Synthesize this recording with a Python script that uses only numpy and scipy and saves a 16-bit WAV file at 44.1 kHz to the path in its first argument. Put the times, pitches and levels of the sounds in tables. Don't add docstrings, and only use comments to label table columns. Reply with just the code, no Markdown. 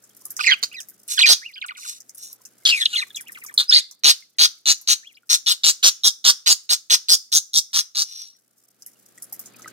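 import sys
import numpy as np
from scipy import signal
from scipy.fft import rfft, irfft
from scipy.io import wavfile
from scipy.ndimage import uniform_filter1d, minimum_filter1d, map_coordinates

SR = 44100
rng = np.random.default_rng(int(sys.argv[2]) if len(sys.argv) > 2 else 0)


def persist_wave(psi):
    counts = np.round(np.clip(psi, -1, 1) * 32767).astype(np.int16)
    wavfile.write(sys.argv[1], SR, np.atleast_2d(counts).T)


def invert_db(level):
    return 10 ** (np.asarray(level, dtype=float) / 20)


N = 428652

# (frequency [Hz], width [Hz], level [dB])
LOWER_THROAT = [(1300, 400, -9.5), (3150, 330, -3), (3700, 330, 3.5), (4375, 610, 8)]
SECOND_DB = dict(croak=7, hook=-24, tail=-12, twitter=-26)
# (frequency [Hz], relative density [dB per Hz])
WATER_SPECTRUM = [(4300, -34), (5000, -7), (6400, -6), (10000, -6), (14500, -7), (16500, -15)]
# (time [s], level [dB])
BACKGROUND = [(0, -67), (.4, -62), (1.15, -69), (1.5, -73), (2.7, -65), (3.55, -64.5), (3.8, -77.5),
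              (5.2, -75.5), (8, -81), (8.5, -75.5), (9.2, -63.5), (9.72, -52)]


def rms_one(x):
    return x / np.sqrt(np.mean(x ** 2) + 1e-20)


def drift(rate, size):
    r = np.exp(-2 * np.pi * rate / SR)
    noise = rng.standard_normal(size + 2000)
    return rms_one(signal.lfilter([1], [1, -2 * r, r * r], noise)[2000:])


def band(x, low_hz, high_hz):
    return signal.sosfilt(signal.butter(2, [low_hz, high_hz], "band", fs=SR, output="sos"), x)


def coloured(spectrum, channels):
    hz, level_db = np.transpose(spectrum)
    log_hz = np.log(np.fft.rfftfreq(N, 1 / SR) + 1)
    shape = invert_db(np.interp(log_hz, np.log(hz), level_db, left=-60, right=-60))
    return rms_one(irfft(rfft(rng.standard_normal((channels, N))) * shape, N))


def resonate(x, modes, shift):
    out = 0
    for k, (hz, width, level_db) in enumerate(modes):
        r = np.exp(-np.pi * width / SR)
        poles = [1, -2 * r * np.cos(2 * np.pi * hz * shift / SR), r * r]
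        ringing = signal.lfilter([(1 - r * r) / 2, 0, (r * r - 1) / 2], poles, x)
        out = out + (-1) ** k * invert_db(level_db) * ringing
    return rms_one(out)


def recoloured(modes):
    return [(hz, width, level_db + 3 * rng.standard_normal()) for hz, width, level_db in modes]


def moving(air, modes):
    rise = .06
    share = np.linspace(0, np.pi / 2, len(air))
    first, last = [resonate(air, recoloured(modes), 1 - rise * (.5 - end) + .025 * rng.standard_normal())
                   for end in range(2)]
    return np.cos(share) * first + np.sin(share) * last


def throbbing_breath(t, length, rate, blur):
    throbs_per_s = rate * np.exp(.06 * rng.standard_normal())
    turns = np.cumsum(throbs_per_s * (1 + .08 * drift(60, len(t)))) / SR
    puff_strength = invert_db(rng.normal(0, 1.8, 64))[turns.astype(int) % 64]
    puff = np.sin(np.pi * (turns % 1) ** .6) ** 2 * puff_strength
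    leak = .04 + blur * np.minimum(t / length, 1) ** .7
    return turns, puff / (.6 + leak), leak / (.6 + leak)


def squawks():
    # (start [s], length [s], level [dB], rumble re level [dB], upper throat [dB],
    # blur of the throbs [0-2])
    scold_rows = [(0.627, 0.019, -16, -23.5, -2, 1), (1.281, 0.056, -4.5, -23, 0, 1.6),
                  (4.035, 0.087, -9, -25, 0, 1.4), (4.384, 0.081, -9.5, -28.5, -2.5, 1.1),
                  (4.656, 0.078, -13, -32, -1, .8), (4.873, 0.069, -12.5, -35, -1, 1.3),
                  (5.292, 0.071, -13, -42, 4, .5), (5.461, 0.074, -13.5, -51, 2, .6),
                  (5.634, 0.079, -11, -32.5, 2, .6), (5.827, 0.07, -9.5, -25, 3, 1.4),
                  (6.034, 0.059, -10, -27.5, 3.5, 1.3), (6.241, 0.073, -9.5, -26, 2.5, 1.5),
                  (6.46, 0.077, -11, -26.5, 2.5, .6), (6.691, 0.06, -12.5, -27, 2, .8),
                  (6.898, 0.062, -11, -26, 2.5, 1.3), (7.084, 0.072, -10, -28, 4.5, .35),
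                  (7.317, 0.073, -13, -53, 5, .15), (7.532, 0.071, -15, -60, 4.5, .15),
                  (7.73, 0.081, -16, -76, 3.5, .15), (7.948, 0.089, -20, -69, 2.5, .6)]
    # (start [s], length [s], level [dB], upper throat [dB])
    chatter_rows = [(0.391, 0.063, -31.5, 0), (0.439, 0.11, -31.5, -10), (1.19, 0.024, -14.5, -17),
                    (1.258, .035, -11.5, -14), (2.651, 0.066, -15, -15), (2.8536, 0.005, -8, -21.5),
                    (3.576, 0.044, -11.5, -7), (3.707, 0.1, -20.5, -12)]
    # (frequency [Hz], width [Hz], level [dB])
    upper_throat = [(5050, 950, 15), (5950, 850, 15), (6800, 1200, 6)]
    # (frequency [Hz], width [Hz], level [dB])
    beak_hiss = [(8840, 730, 7), (9640, 11000, -2.5)]
    opening_db, swell_db = -10, -3
    release_s, release_db, release_t60_s = .025, -14.5, .1
    rumble_own = .8

    # start, length, level, upper throat, rumble amplitude, opening time [s], throbs per s, blur
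    calls = [(s, length, db, upper_db, invert_db(rumble_db), .2 * length, 165, blur)
             for s, length, db, rumble_db, upper_db, blur in scold_rows]
    calls += [row + (0, .004, 140, .3) for row in chatter_rows]

    out, low = np.zeros(N), np.zeros((2, N))
    for s, length, level_db, upper_db, rumble_gain, opens, rate, blur in calls:
        t = np.arange(int((length + .06) * SR)) / SR
        turns, puff, leak = throbbing_breath(t, length, rate, blur)
        bright_scold = (upper_db > -8) & (rumble_gain > 0) & (length > .04)
        first = np.where((turns < 1) & bright_scold, invert_db(-6), 1)
        after = invert_db(release_db - 60 * np.maximum(t - length, 0) / release_t60_s) * (length > .01)
        fade = np.maximum(np.clip((length - t) / release_s + .5, 0, 1) ** 2, after)
        shut = np.exp(-t / opens)

        grit = invert_db(2.5 * drift(900, len(t)))
        air = rng.standard_normal(len(t)) * (puff + leak) * grit
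        upper_gain = invert_db(upper_db + opening_db * shut)
        throat = moving(air, LOWER_THROAT) + upper_gain * moving(air, upper_throat)
        hiss = resonate(rng.standard_normal(len(t)) * (puff + 3.2 * leak), beak_hiss, .94)
        hiss_gain = invert_db(-11 + .68 * upper_db + opening_db * shut)
        voice = rms_one(band(throat, 1200, 12000)) + hiss_gain * hiss

        common, *own = rng.standard_normal((3, len(t))) * (puff + leak)
        rumble = band(common + rumble_own * np.array(own), 274, 1800)
        rumble = rms_one(band(rumble, 73, 5800))
        rumble_swell = np.sin(np.pi * np.minimum(t / length, 1))

        at = slice(int(s * SR), int(s * SR) + len(t))
        out[at] += invert_db(level_db + swell_db * shut) * first * fade * voice
        low[:, at] += invert_db(level_db) * rumble_gain * rumble_swell * rumble
    return out, low


def croaks():
    # (start [s], length [s], first pitch [Hz], last pitch [Hz], peak level [dB])
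    croak_rows = [(0.505, 0.039, 1689, 1207, -19.5), (0.714, 0.03, 1250, 1960, -50.5),
                  (1.562, 0.032, 1650, 1320, -44), (2.928, 0.028, 1500, 1210, -33),
                  (2.965, .045, 2143, 1800, -25.5), (3.012, 0.026, 1345, 734, -36.5)]
    peak_share, bend_power, flutter_db = .57, 2.5, 5
    share = np.array([0, peak_share, .7, .85, 1])
    swell_db = np.interp(share, [0, peak_share, 1], [-8, 0, -11])
    out = []
    for s, length, first, last, db in croak_rows:
        pitch = first + (last - first) * share ** bend_power
        out.append((SECOND_DB["croak"], flutter_db, np.c_[s + length * share, pitch, db + swell_db]))
    return out


def twitters():
    # (time from start [s], pitch before the arch factor [Hz], level re the twitter's [dB])
    twitter_shape = [(0, 1551, -8.5), (.032, 2624, -11.5), (.046, 3008, 1.5), (.056, 3130, -10),
                     (.088, 2140, -15), (.103, 1900, -27), (.126, 5000, -10), (.136, 4900, -18),
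                     (.144, 2140, -5), (.157, 3320, -15)]
    # (start [s], level [dB], pitch factor of the arch [ratio])
    twitter_rows = [(1.417, -31, .93), (5.029, -41, 1.1)]
    out = []
    for s, db, arch in twitter_rows:
        rows = [(s + later, hz * (arch if 0 < k < 4 else 1), db + step)
                for k, (later, hz, step) in enumerate(twitter_shape)]
        out.append((SECOND_DB["twitter"], 2.6, rows))
    return out


def hooks():
    # (start [s], top pitch [Hz], bottom pitch [Hz], peak level [dB], tail level [dB])
    hook_rows = [(1.613, 4300, 2140, -25, -27.5), (1.681, 5200, 1960, -27.5, -30.5),
                 (1.748, 4130, 2040, -40.5, -38), (1.822, 2930, 1993, -41.5, -36.5),
                 (3.281, 3150, 1700, -35.5, -54), (3.346, 3950, 1960, -37, -38),
                 (3.414, 2920, 1780, -38, -43), (3.483, 2420, 1646, -36, -45.5)]
    fall_s, rebound_s, gap_s, tail_s = .015, .0079, .0018, .02
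    knee, rebound, tail_first, tail_last = 1.3, 1.3, .79, .54
    start_db, end_db, tail_end_db = -8.5, -14.5, -8
    out = []
    for s, top, bottom, db, tail_db in hook_rows:
        turn = s + fall_s
        end = turn + rebound_s
        hook = [(s, top, db + start_db),
                (s + fall_s / 2, bottom * knee, db + start_db / 2),
                (turn, bottom, db),
                (end, bottom * rebound, db + end_db)]
        tail = [(end + gap_s, bottom * tail_first, tail_db),
                (end + gap_s + tail_s, bottom * tail_last, tail_db + tail_end_db)]
        out += [(SECOND_DB["hook"], 3, hook), (SECOND_DB["tail"], 5.5, tail)]
    return out


def notes():
    # (second overtone at the pivot pitch [dB], flutter [dB],
    # rows of (time [s], pitch [Hz], level [dB]))
    warble_rows = [ (-15.5, 3.5, [(.39, 900, -29.5), (.397, 1620, -22.5), (.404, 1250, -22),
                   (.413, 1150, -26.5)]), (-6.5, 2, [(.407, 2450, -26.5), (.4105, 2450, -17.5),
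                   (.418, 3000, -32)]), (-7, 7.2, [(.433, 3100, -29), (.447, 2000, -21.5),
                   (.461, 2950, -20), (.468, 2450, -9), (.48, 2162, -7.5), (.503, 1882, -13.5),
                   (.512, 2350, -14.5)]), (-25.5, 20, [(.512, 2450, -17.5), (.54, 2250, -21)]),
                   (-6, 1.7, [(.736, 1900, -48), (.747, 2640, -33), (.764, 2280, -42)]),
                   (4, 1.8, [(.764, 2090, -41.5), (.795, 1800, -42), (.812, 1150, -61.5)]),
                   (-20, 5.6, [(3.103, 3700, -35.5), (3.117, 3280, -41)]), (2, 3.5, [(1.174, 1800, -28.5),
                   (1.182, 1600, -19.5), (1.192, 1350, -25), (1.199, 850, -36.5), (1.21, 1400, -29.5)]),
                   (-14, 3.5, [(1.207, 2400, -18.5), (1.222, 4100, -5.5), (1.235, 2200, -12.5),
                   (1.242, 2450, -9.5), (1.257, 2400, -12), (1.261, 1880, -17.5), (1.268, 1780, -21)]),
                   (-8, 8.5, [(2.653, 3420, -11), (2.68, 3052, -13.5), (2.705, 3785, -14)]),
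                   (-14, 5.9, [(2.705, 3050, -18), (2.735, 2600, -11), (2.765, 2400, -24.5),
                   (2.799, 2020, -27.5)]), (8.5, 6.8, [(2.8, 2100, -40.5), (2.82, 1800, -25),
                   (2.835, 1700, -29.5), (2.842, 1950, -33)]), (-36, 0.32, [(2.856, 4360, -6),
                   (2.863, 2835, -12), (2.868, 3100, -61.5)]), (-22, 3.3, [(2.953, 2940, -25),
                   (2.962, 3715, -13.5), (2.974, 2640, -21)]), (-14.5, 4, [(3.145, 3684, -33),
                   (3.151, 3970, -28), (3.16, 3426, -45), (3.169, 3500, -26.5), (3.18, 2300, -42.5),
                   (3.195, 2400, -42), (3.212, 1350, -41.5)]), (-22, 4.3, [(3.255, 1950, -63.5),
                   (3.278, 3150, -36)]), (-19, 1.8, [(3.68, 5000, -34), (3.691, 4900, -32.5),
                   (3.695, 5600, -12), (3.701, 5200, -7), (3.707, 5100, -21.5)]),
                   (-12.5, 16, [(3.708, 4400, -10.5), (3.72, 3300, -20.5), (3.727, 3700, -10.5),
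                   (3.74, 4200, -7), (3.787, 4300, -7.5), (3.81, 4000, -23.5)]),
                   (-14.5, 5.7, [(3.7, 1346, -44.5), (3.716, 1430, -20), (3.732, 1900, -26.5),
                   (3.77, 2126, -23.5), (3.8, 1900, -48)])]
    pivot_hz, overtone_db_per_octave, third_under_db = 2000, -8, -8
    out = np.zeros(N)
    for pivot_db, flutter_db, rows in list(warble_rows) + croaks() + twitters() + hooks():
        s, hz, level_db = np.transpose(rows)
        at = np.arange(int(s[0] * SR), int(s[-1] * SR))
        t = at / SR
        pitch = uniform_filter1d(np.interp(t, s, hz), size=90)
        pitch = pitch * (1 + .004 * flutter_db * drift(200, len(t)))
        phase = 2 * np.pi * np.cumsum(pitch) / SR
        edge = np.clip(np.minimum(t - s[0], s[-1] - t) / .002, 0, 1)

        trembles = invert_db(.5 * flutter_db * np.tanh([drift(80, len(t)) for partial in range(3)]))
        trembles *= 1 + .045 * flutter_db * drift(300, len(t))
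        turns = np.cumsum(150 * invert_db(2 * drift(30, len(t)))) / SR + rng.random()
        throb_depth = np.clip(.11 * flutter_db, 0, .9)
        trembles *= 1 - throb_depth * np.cos(np.pi * turns) ** 2

        second_db = pivot_db + overtone_db_per_octave * np.log2(pitch / pivot_hz)
        third_db = np.minimum(second_db, 0) + third_under_db
        partials = invert_db([0 * t, second_db, third_db]) * np.sin(phase * [[1], [2], [3]])
        tone = (trembles * partials).sum(axis=0)
        out[at] += np.sqrt(2) * invert_db(np.interp(t, s, level_db)) * edge * tone
    return band(band(out, 650, 16000), 650, 16000)


def rasps():
    # (start [s], peak [s], end [s], peak level [dB],
    # share of the beak [0-1, held to .98], beak whistle [dB])
    rasp_rows = [(1.083, 1.12, 1.2, -24, 0.9, -7), (1.769, 1.89, 1.99, -32, 0.89, -6),
                 (2.172, 2.242, 2.34, -36, 1, -5), (2.699, 2.798, 2.9, -29, 0.68, -17),
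                 (2.892, 2.972, 3.04, -28.5, 0.41, -15), (8.018, 8.209, 8.39, -34, 0.91, 6)]
    # (frequency [Hz], width [Hz], level [dB])
    narrow_beak = [(6264, 1950, -13), (9700, 6200, -19.5)]
    start_db, fade_db_per_s = -12.5, -190
    out = np.zeros(N)
    for start, peak, end, level_db, beak_share, whistle_db in rasp_rows:
        at = np.arange(int(start * SR), int(end * SR))
        air = rng.standard_normal(len(at)) * invert_db(2.5 * drift(120, len(at)))
        beak_share = np.clip(beak_share, 0, .98)
        throat = resonate(air, LOWER_THROAT, .93)
        beak = resonate(air, [(5730, 220, whistle_db)] + narrow_beak, .99)
        voice = band(np.sqrt(1 - beak_share ** 2) * throat + beak_share * beak, 1300, 16000)
        swell_db = np.interp(at / SR, [start, peak, end], [start_db, 0, fade_db_per_s * (end - peak)])
        out[at] += invert_db(level_db + swell_db) * voice
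    return out


def room(x):
    early_t60_s, early_db = .03, -7.5
    late_t60_s, late_db = .3, -25.5
    t = np.arange(int(.4 * SR)) / SR
    early, late = rng.standard_normal((2, 2, len(t)))
    early = band(early, 190, 16000) * invert_db(early_db - 60 * t / early_t60_s) / np.sqrt(early_t60_s)
    late = band(late, 4900, 7223) + 1.23 * band(late, 770, 21000)
    late = late * invert_db(late_db - 60 * t / late_t60_s) / np.sqrt(late_t60_s)
    echo = (early + late) * (t > .002) * np.sqrt(4 * np.log(1000) / SR)
    return signal.fftconvolve(x[None], echo, axes=1)[:, :N]


def at_the_ports(bird):
    # (time [s], left minus right [dB])
    pan_rows = [(0, -7.5), (1.7, -2), (2.5, 2), (4, 0), (5.3, 4), (6.2, -1.5), (8, 1.5)]
    # (time [s], lag before the wander [s])
    lag_rows = [(.8, .00041), (2.6, 0.00029), (6.2, 0.0003232)]
    t = np.arange(N) / SR
    pan_db = np.interp(t, *np.transpose(pan_rows))
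    lag_s = np.interp(t, *np.transpose(lag_rows)) + .00004 * drift(5, N)
    late = map_coordinates(bird, [(t - lag_s) * SR], order=5)
    return np.array([late * invert_db(pan_db / 2), bird * invert_db(-pan_db / 2)])


def splashes():
    # (time [s], level before the offsets of spray and plip [dB], frequency of the colour [Hz])
    splash_rows = [(.038, -41, 6980), (.166, -40, 12360), (0.2525, -25, 11180), (0.3041, -22.5, 12900),
                   (0.3658, -21, 6070), (0.8027, -24.5, 6100), (0.8859, -32.5, 12990),
                   (1.0785, -26.5, 9270), (1.6621, -32, 8400), (2.0027, -33.5, 6020), (2.093, -34, 6330),
                   (2.1467, -34, 10020), (2.1786, -35, 11570), (2.3277, -34, 12500), (2.4517, -31, 6230),
                   (3.157, -23.5, 6100), (3.2081, -28.5, 10570), (3.3195, -33.5, 11260),
                   (3.4361, -29.5, 12060), (3.4624, -26.5, 6160), (3.5403, -30, 9590), (3.9109, -33, 5710),
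                   (4.812, -35, 12600), (8.8218, -36, 5190), (8.8621, -31, 11500), (9.1766, -43.5, 7500),
                   (9.2223, -27, 10900), (9.325, -24.5, 12400), (9.3931, -23.5, 14430),
                   (9.4576, -33.5, 6650), (9.62, -34, 6350), (9.6767, -35, 6400)]
    spray_db, plip_db, plip_t60_s = -7, -34.5, .21
    bright, out = coloured(WATER_SPECTRUM, channels=2), np.zeros((2, N))
    for s, level_db, hz in splash_rows:
        size, pitch = rng.random(2)
        at = int(s * SR)
        t = np.arange(min(int(.12 * SR), N - at)) / SR
        rise = np.minimum(t / .00078, 1)
        spray = bright[:, at:at + len(t)]
        spray = .6 * spray + resonate(spray, [(hz, 1500, 0)], 1)
        spray_t60_s = .06 + .04 * size
        spray *= invert_db(spray_db - 60 * t / spray_t60_s + 3.5 * drift(300, len(t)))
        plip = resonate(rng.standard_normal(len(t)), [(1000 * 2.1 ** pitch, 250, 0)], 1)
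        plip = invert_db(plip_db - 60 * t / plip_t60_s) * plip
        out[:, at:at + len(t)] += rise * invert_db(level_db) * (spray + plip)
    return out


def drips():
    # (time [s], peak level [dB], pitch at the start [Hz])
    drip_rows = [(3.105, -46, 1724), (4.224, -43.5, 2154), (5.232, -53, 1452), (9.179, -42, 1977),
                 (9.323, -42.5, 810), (9.544, -43.5, 2520), (9.596, -41.5, 1300), (9.645, -34.5, 2020),
                 (9.659, -30.5, 1300), (9.677, -31.5, 1575)]
    small_per_s, small_over_background_db = 9, 14
    t60_s, sag_per_s = .045, -3
    out, t = np.zeros(N + SR), np.arange(int(.1 * SR)) / SR
    small_s = np.flatnonzero(rng.random(N) < small_per_s / SR) / SR
    spread, pitch = rng.random((len(small_s), 2)).T
    background_db = np.interp(small_s, *np.transpose(BACKGROUND))
    small_db = background_db + small_over_background_db - 10 * spread
    for s, peak_db, hz in drip_rows + list(zip(small_s, small_db, 900 * 4 ** pitch)):
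        tone = np.sin(2 * np.pi * hz * (t + sag_per_s * t ** 2 / 2)) * np.minimum(t / .00066, 1)
        out[int(s * SR):int(s * SR) + len(t)] += invert_db(peak_db - 60 * t / t60_s) * tone
    return out[:N]


def background():
    # (frequency [Hz], relative density [dB per Hz])
    room_tone = [(50, -24), (100, -26.5), (200, -4), (400, -8.5), (715, -13), (1000, -20.5), (1300, -13.5),
                 (2500, -20.5), (5000, -19.5)]
    t = np.arange(N) / SR
    mid, side = coloured(room_tone, channels=2)
    hum = invert_db(-8.5) * np.sin(2 * np.pi * 119 * t)
    tone = mid + .7 * side * [[1], [-1]] + hum
    trickle = coloured(WATER_SPECTRUM, channels=2) * invert_db(5.5 + 6.5 * drift(60, N))
    level_db = np.interp(t, *np.transpose(BACKGROUND))
    trickle_db = np.minimum(level_db, -63.5)
    return invert_db(level_db) * tone + invert_db(trickle_db) * trickle


def scene():
    harsh, rumble = squawks()
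    bird = notes() + harsh + rasps()
    return at_the_ports(bird) + rumble + room(bird) + splashes() + drips() + background()


def band_limit(x):
    return signal.sosfilt(signal.butter(12, 15900, fs=SR, output="sos"), x)


def record(dry):
    cut = signal.sosfilt(signal.butter(2, 70, "high", fs=SR, output="sos"), dry)
    allowed_gain = np.minimum(1, 1 / (np.abs(cut).max(axis=0) + 1e-9))
    gain = uniform_filter1d(minimum_filter1d(allowed_gain, size=61), size=61)
    return band_limit(cut * gain)


dry = scene()
out = record(dry)
persist_wave(out)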